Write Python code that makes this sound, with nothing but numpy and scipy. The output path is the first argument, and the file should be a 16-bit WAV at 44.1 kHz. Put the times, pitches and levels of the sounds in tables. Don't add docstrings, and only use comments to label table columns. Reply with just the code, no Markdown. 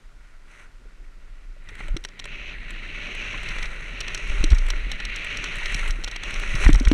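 import sys
import numpy as np
from scipy import signal
from scipy.io import wavfile
from scipy.ndimage import uniform_filter1d

SR = 44100
rng = np.random.default_rng(int(sys.argv[2]) if len(sys.argv) > 2 else 0)


def waveform_to_disk(signal):
    frames = np.transpose(np.atleast_2d(signal))
    scaled = np.clip(frames, -1, 1) * 32767
    samples = np.round(scaled).astype(np.int16)
    wavfile.write(sys.argv[1], SR, samples)


def ratio_of_db(decibels):
    return 10 ** (np.asarray(decibels, float) / 20)


N = 305613


def rms_one(x):
    return x / np.sqrt(np.mean(x ** 2) + 1e-20)


def in_time(rows):
    s, *columns = np.transpose(rows)
    return [np.interp(np.arange(N) / SR, s, column) for column in columns]


def drift(rate_hz):
    r = np.exp(-2 * np.pi * rate_hz * 20 / SR)
    noise = rng.standard_normal(N // 20 + 3002)
    slow = signal.lfilter([1], [1, -2 * r, r * r], noise)[3000:]
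    return np.interp(np.arange(N) / 20, np.arange(len(slow)), rms_one(slow))


def ring(x, hz, width_hz):
    r, w = np.exp(-np.pi * width_hz / SR), 2 * np.pi * hz / SR
    return signal.lfilter([0, np.sin(w)], [1, -2 * r * np.cos(w), r * r], x + 1e-18)


def cut(x, hz, kind, order=2):
    return signal.sosfilt(signal.butter(order, hz, kind, fs=SR, output="sos"), x)


# start_s, level_db
GUSTS = [(0.0, -42.5), (0.75, -45), (1.05, -40), (1.74, -38), (1.916, -22.5), (2.14, -50), (2.28, -33.5),
         (3.2, -36.5), (3.6, -29.5), (3.9, -35), (4.25, -31), (4.505, -15.5), (4.9, -27.5), (5.32, -36),
         (5.887, -23), (6.21, -36.5), (6.62, -17.5), (6.93, -18.5)]


def wind_throb():
    (level_db,) = in_time(GUSTS)
    swing = ring(rng.standard_normal(N), 27.3, 16)
    throb = cut(cut(swing, 19.4, "high"), 43.4, "low", order=6)
    power = uniform_filter1d(throb ** 2, SR // 8)
    return ratio_of_db(level_db) * rms_one(throb / power ** 0.25)


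# pitch_hz, level_db (per Hz)
EDDIES = [(70, 1), (130, -3), (250, -7.5), (450, -13)]


def wind_rustle(buffet_db):
    lumps, rustle = drift(4.0), 0
    for hz, level_db in EDDIES:
        band = cut(rng.standard_normal(N), [hz / 1.72, hz * 1.59], "band")
        rustle = rustle + band * ratio_of_db(level_db + 0.24 * lumps + 2.5 * drift(13.0))
    return ratio_of_db(buffet_db) * rms_one(rustle)


# start_s, load_db (weight on the edges, as hiss level),
# skid_db (sideways slide), bite_db (grip of the edge, as brightness)
RIDE = [(0.0, -67.5, 3.2, -5), (1.6, -59.5, -2.1, -4), (1.69, -49, 0, -8), (1.836, -41, 4.5, -3.5),
        (2.01, -56, 3.5, -2), (2.2, -47, -10, -5), (2.28, -39.5, -3, 2), (2.509, -35, -3, 6),
        (2.549, -39, -4, -4), (3.2, -32, 1.5, 4), (3.63, -31, 5.5, -2), (3.69, -37, 5, -3),
        (3.9, -38.5, 3.5, -.6), (3.97, -34, -0.5, 1.1), (4.3, -32, 7, 0.5), (4.62, -37, 6.5, -1.5),
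        (5.07, -32, -3, -1.5), (5.43, -29, 3.5, 3), (5.6, -33, 2.3, -1), (5.82, -33, 6, -2.5),
        (6.0, -40.5, 6.5, -3), (6.2, -36, -4, .1), (6.24, -33.5, 6, 2.5), (6.575, -29.5, 9.5, -1.7),
        (6.635, -25, 13, -0.5), (6.72, -36.5, 8, -4), (6.93, -41, 10, 5)]
# peak_s, half_length_s (nominal), rise_db (added to the load)
ROUGH_PATCHES = [(0.287, .08, 6.5), (0.567, 0.11, 13.5), (0.912, .04, 2), (1.046, 0.01, 7),
                 (1.224, 0.023, 2), (1.43, 0.034, 2), (1.693, 0.0096, 4), (1.798, 0.015, 3.5),
                 (4.24, 0.022, 2), (5.717, 0.15, 4.5)]


def skis():
    load_db, skid_db, bite_db = in_time(RIDE)
    clock = np.arange(N) / SR
    swing_db = load_db + 40
    buffet_db = -50 + 0.49 * swing_db + 0.24 * skid_db
    scuff_db = 0
    for s, half_s, rise_db in ROUGH_PATCHES:
        scuff_db = scuff_db + rise_db * np.interp(np.abs(clock - s) / half_s, [0.48, 1.3], [1, 0])
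    hiss_db = load_db + scuff_db
    skid_db = skid_db + 0.14 * scuff_db
    swing_db = swing_db + scuff_db
    scrape_db = -51.5 + 0.55 * swing_db + 0.67 * skid_db
    spray_db = -62 + 0.82 * swing_db + 0.89 * skid_db + 0.42 * scuff_db
    mist_db = 0.2 * skid_db
    return hiss_db, scrape_db, spray_db, bite_db, mist_db, buffet_db


# pitch_hz, width_hz,
# hiss_db (relative gain for snow), tick_db (gain for ticks)
MODES = [(391, 47, -5.5, -21.5), (589, 23.2, -2.5, -47), (1050, 135, -13.5, -18), (1430, 225, -1.5, -7),
         (1928, 244, 0, -3), (2238, 180, -1.5, -3.5), (2618, 460, -2.5, -3.5), (3170, 600, -35, 6),
         (4018, 376, -8, 1.5), (5635, 185, 10.5, -7), (6220, 360, 9, -8.5), (7900, 870, -6, 6),
         (9320, 1200, -7, -0.5), (11600, 2500, -48.5, -11)]


def snow(hiss_db, scrape_db, spray_db, bite_db, mist_db):
    ruts_db, grit_db = 1.0 * drift(10.3), 1.54 * drift(133.0)
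    parts = np.zeros((3, N))
    ice = (rng.random(N) < 14 / SR) * rng.exponential(12.0, N)
    for hz, width_hz, level_db, _ in MODES:
        part = np.searchsorted([1700, 4600], hz)
        crunch = (rng.random(N) < 40 / SR) * 20.0 * (part == 0)
        grains = rng.standard_normal(N) + crunch + ice * (hz > 7200)
        grains = grains * ratio_of_db(ruts_db + grit_db + 0.28 * drift(9.9))
        if hz < 700:
            grains = grains * ratio_of_db(0.9 * bite_db)
        if hz > 4600:
            tilt = np.clip(np.log2(7000 / hz) * 4, -1, 1)
            grains = grains * ratio_of_db(bite_db * tilt + mist_db * (hz > 7200))
        elif 1700 < hz < 4000:
            tilt = np.clip(np.log2(hz / 2250) * 4, -0.8, 0.8)
            grains = grains * ratio_of_db(bite_db * tilt)
        parts[part] += ratio_of_db(level_db) * ring(grains, hz, width_hz) * width_hz / np.sqrt(SR)
    scrape, hiss, spray = (rms_one(p) for p in parts)
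    scrape = cut(scrape, 3270, "low")
    hiss = cut(cut(hiss, 3434, "low", order=4), 1894, "high", order=3)
    spray = cut(cut(spray, 5600, "high", order=4), 10500, "low", order=3)
    return ratio_of_db(scrape_db) * scrape + ratio_of_db(hiss_db) * hiss + ratio_of_db(spray_db) * spray


# start_s,
# level_db, pitch_hz
BLOWS = [(0.855, -47, 420), (1.565, -46, 584), (1.944, -22.5, 121), (1.964, -25, 328), (1.885, -40, 590),
         (1.719, -42, 416), (2.255, -39, 577), (3.341, -31, 1050), (4.433, -25, 160), (4.44, -16.5, 310),
         (4.526, -16.5, 182), (5.617, -32.5, 950), (5.83, -26, 1380), (5.574, -31, 121), (5.75, -24.5, 134),
         (5.988, -33, 328), (6.545, -16, 119), (6.691, -6, 295), (6.694, -8, 123), (6.665, -7, 94),
         (6.741, -14, 92.5), (6.81, -15, 261), (6.875, -19, 112), (6.9151, -5, 288)]


def knocks():
    out, t = np.zeros(N), np.arange(SR // 5) / SR
    for s, level_db, hz in BLOWS:
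        t60 = 0.047 * (300 / hz) ** 0.043
        onset = 1 - np.exp(-t / 0.000067)
        note = np.sin(2 * np.pi * hz * t) * ratio_of_db(level_db - 60 * t / t60) * onset
        i = round(s * SR)
        out[i:i + len(t)] -= note[:N - i]
    return out


# start_s, level_db, hardness (0-1)
MOUNT_TICKS = [(1.689, -39.5, 0.37), (1.967, -25, 0.42), (2.0394, -32.5, 0.53), (2.049, -25, 0.41),
               (2.087, -41, 0.45), (2.193, -32.5, 0.46), (2.1973, -30, 0.39), (2.2414, -34.5, 0.27),
               (3.488, -30.5, 0.37), (3.585, -33, 0.2), (3.627, -27.5, 0.34), (3.656, -34, 0.25),
               (4.0054, -20.5, 0.84), (4.011, -30, 0.38), (4.0811, -29.5, .25), (4.1467, -18.5, 0.6),
               (4.176, -29, 0.8), (4.4404, -16, 0.57), (4.5034, -25, 0.56), (4.5182, -31, 0.14),
               (4.5472, -27, 0.9), (4.584, -27, 0.77), (4.7025, -18, .48), (4.9162, -22, 0.47),
               (5.001, -33, 0.27), (5.0516, -25, 0.46), (5.1608, -24, 1), (5.372, -25.5, .95),
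               (5.4411, -24, 0.43), (5.6576, -25.5, 0.26), (5.745, -18.5, .7), (5.907, -23.5, 0.66),
               (6.038, -29.5, 0.42), (6.044, -22.5, 0.62), (6.0763, -33, 0.12), (6.0818, -31, 0.36),
               (6.1128, -27.5, 0.59), (6.1614, -26.5, .4), (6.2348, -27.5, 0.34), (6.34, -26, 0.64),
               (6.553, -23.5, 0.65), (6.6466, -22.5, 0.5), (6.681, -22.5, 0.7), (6.73, -19, 0.64),
               (6.7438, -24, 1), (6.7562, -24, 0.66), (6.7989, -25, .9), (6.851, -26, 0.3),
               (6.8832, -20.5, 1), (6.9147, -25, 0.13)]
# start_s, level_db
PADDED_SLAPS = [(1.8059, -25), (4.529, -17), (4.734, -22.5), (6.6, -26), (6.6632, -9), (6.692, -17.5),
                (6.749, -19), (6.872, -16.5)]
# start_s, level_db
THIN_SNAPS = [(1.753, -38.5), (1.8824, -33.5), (2.2547, -29.5), (2.706, -31), (3.15, -31.5), (3.432, -32),
              (4.512, -36), (4.665, -30.5), (4.6851, -28.5), (5.2462, -27.5), (5.567, -35), (5.721, -30),
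              (5.877, -27), (6.3071, -28.5), (6.398, -28), (6.702, -26), (6.777, -35), (6.789, -36)]


def contacts():
    rows = []
    for s, db, hardness in MOUNT_TICKS:
        rows.append((s, db - 30.5 * (hardness - 0.26), db, db - 14))
    for s, db in PADDED_SLAPS:
        rows.append((s, db, db - 59, db - 59))
    for s, db in THIN_SNAPS:
        rows.append((s, db, db - 18, db - 10.5))
    return np.array(rows)


def ticks():
    rows, out = contacts(), np.zeros(N)
    chance = rng.random((len(rows), 5))
    lag_s = np.cumsum(0.0004 + 0.0016 * chance, axis=1) - 0.0004 - 0.0014 * chance[:, :1]
    at = np.minimum(((rows[:, :1] + lag_s) * SR).astype(int), N - 1)
    fade_db = -1500.0 * lag_s
    spread = rng.standard_normal((len(rows), len(MODES), 5))
    dull_db, hard_db, top_db = rows[:, 1:].T[:, :, None]
    for k, (hz, width_hz, _, level_db) in enumerate(MODES):
        hard = np.clip((hz - 2000) / 3500, 0, 1)
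        band_db = top_db if hz > 7200 else dull_db + hard * (hard_db - dull_db)
        strength = ratio_of_db(band_db + level_db + fade_db + 1.54 * spread[:, k])
        clicks = np.zeros(N)
        np.add.at(clicks, at, strength * np.sign(spread[:, k - 1]))
        out += cut(ring(clicks, hz, 0.94 * width_hz), min(1.59 * hz, 15000), "low")
    return out


# trough_s (deepest point), level_db, pitch_hz (of the swing down)
BUMPS = [(1.92, -28, 33.5), (4.303, -14.5, 35.6), (4.409, -10, 35.7), (4.53, 0.5, 49.2),
         (5.898, -18.5, 33.6), (6.671, -1.5, 50), (6.737, -3.5, 36), (6.762, -7, 44), (6.878, -4.5, 50)]


def jolts():
    out, clock = np.zeros(N), np.arange(N) / SR
    for s, level_db, hz in BUMPS:
        cycles = (clock - s) * hz
        cycles = np.where(cycles > 0, 0.75 * cycles, cycles)
        reach = np.where(cycles > 0, 0.45, 0.8)
        swing = np.cos(2 * np.pi * cycles) * np.exp(-(cycles / reach) ** 2) * (cycles > -0.75)
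        stop = 0.68 * np.exp(-np.abs(cycles) / 0.12)
        out -= ratio_of_db(level_db) * (0.71 * swing + stop)
    return out


def scene():
    *snow_db, buffet_db = skis()
    wind = wind_throb() + wind_rustle(buffet_db)
    mix = wind + snow(*snow_db) + knocks() + ticks() + jolts()
    return mix[None]


def roll_off(x):
    return signal.sosfilt(signal.butter(12, 15820, fs=SR, output="sos"), x)


def record(dry):
    hiss = cut(rng.standard_normal(N), 3600, "low", order=1)
    hiss = ratio_of_db(-64.5) * rms_one(cut(hiss, 9600, "low"))
    heard = 1.2 * np.tanh((dry + hiss) / 1.2)
    return roll_off(heard)


dry = scene()
out = record(dry)
waveform_to_disk(out)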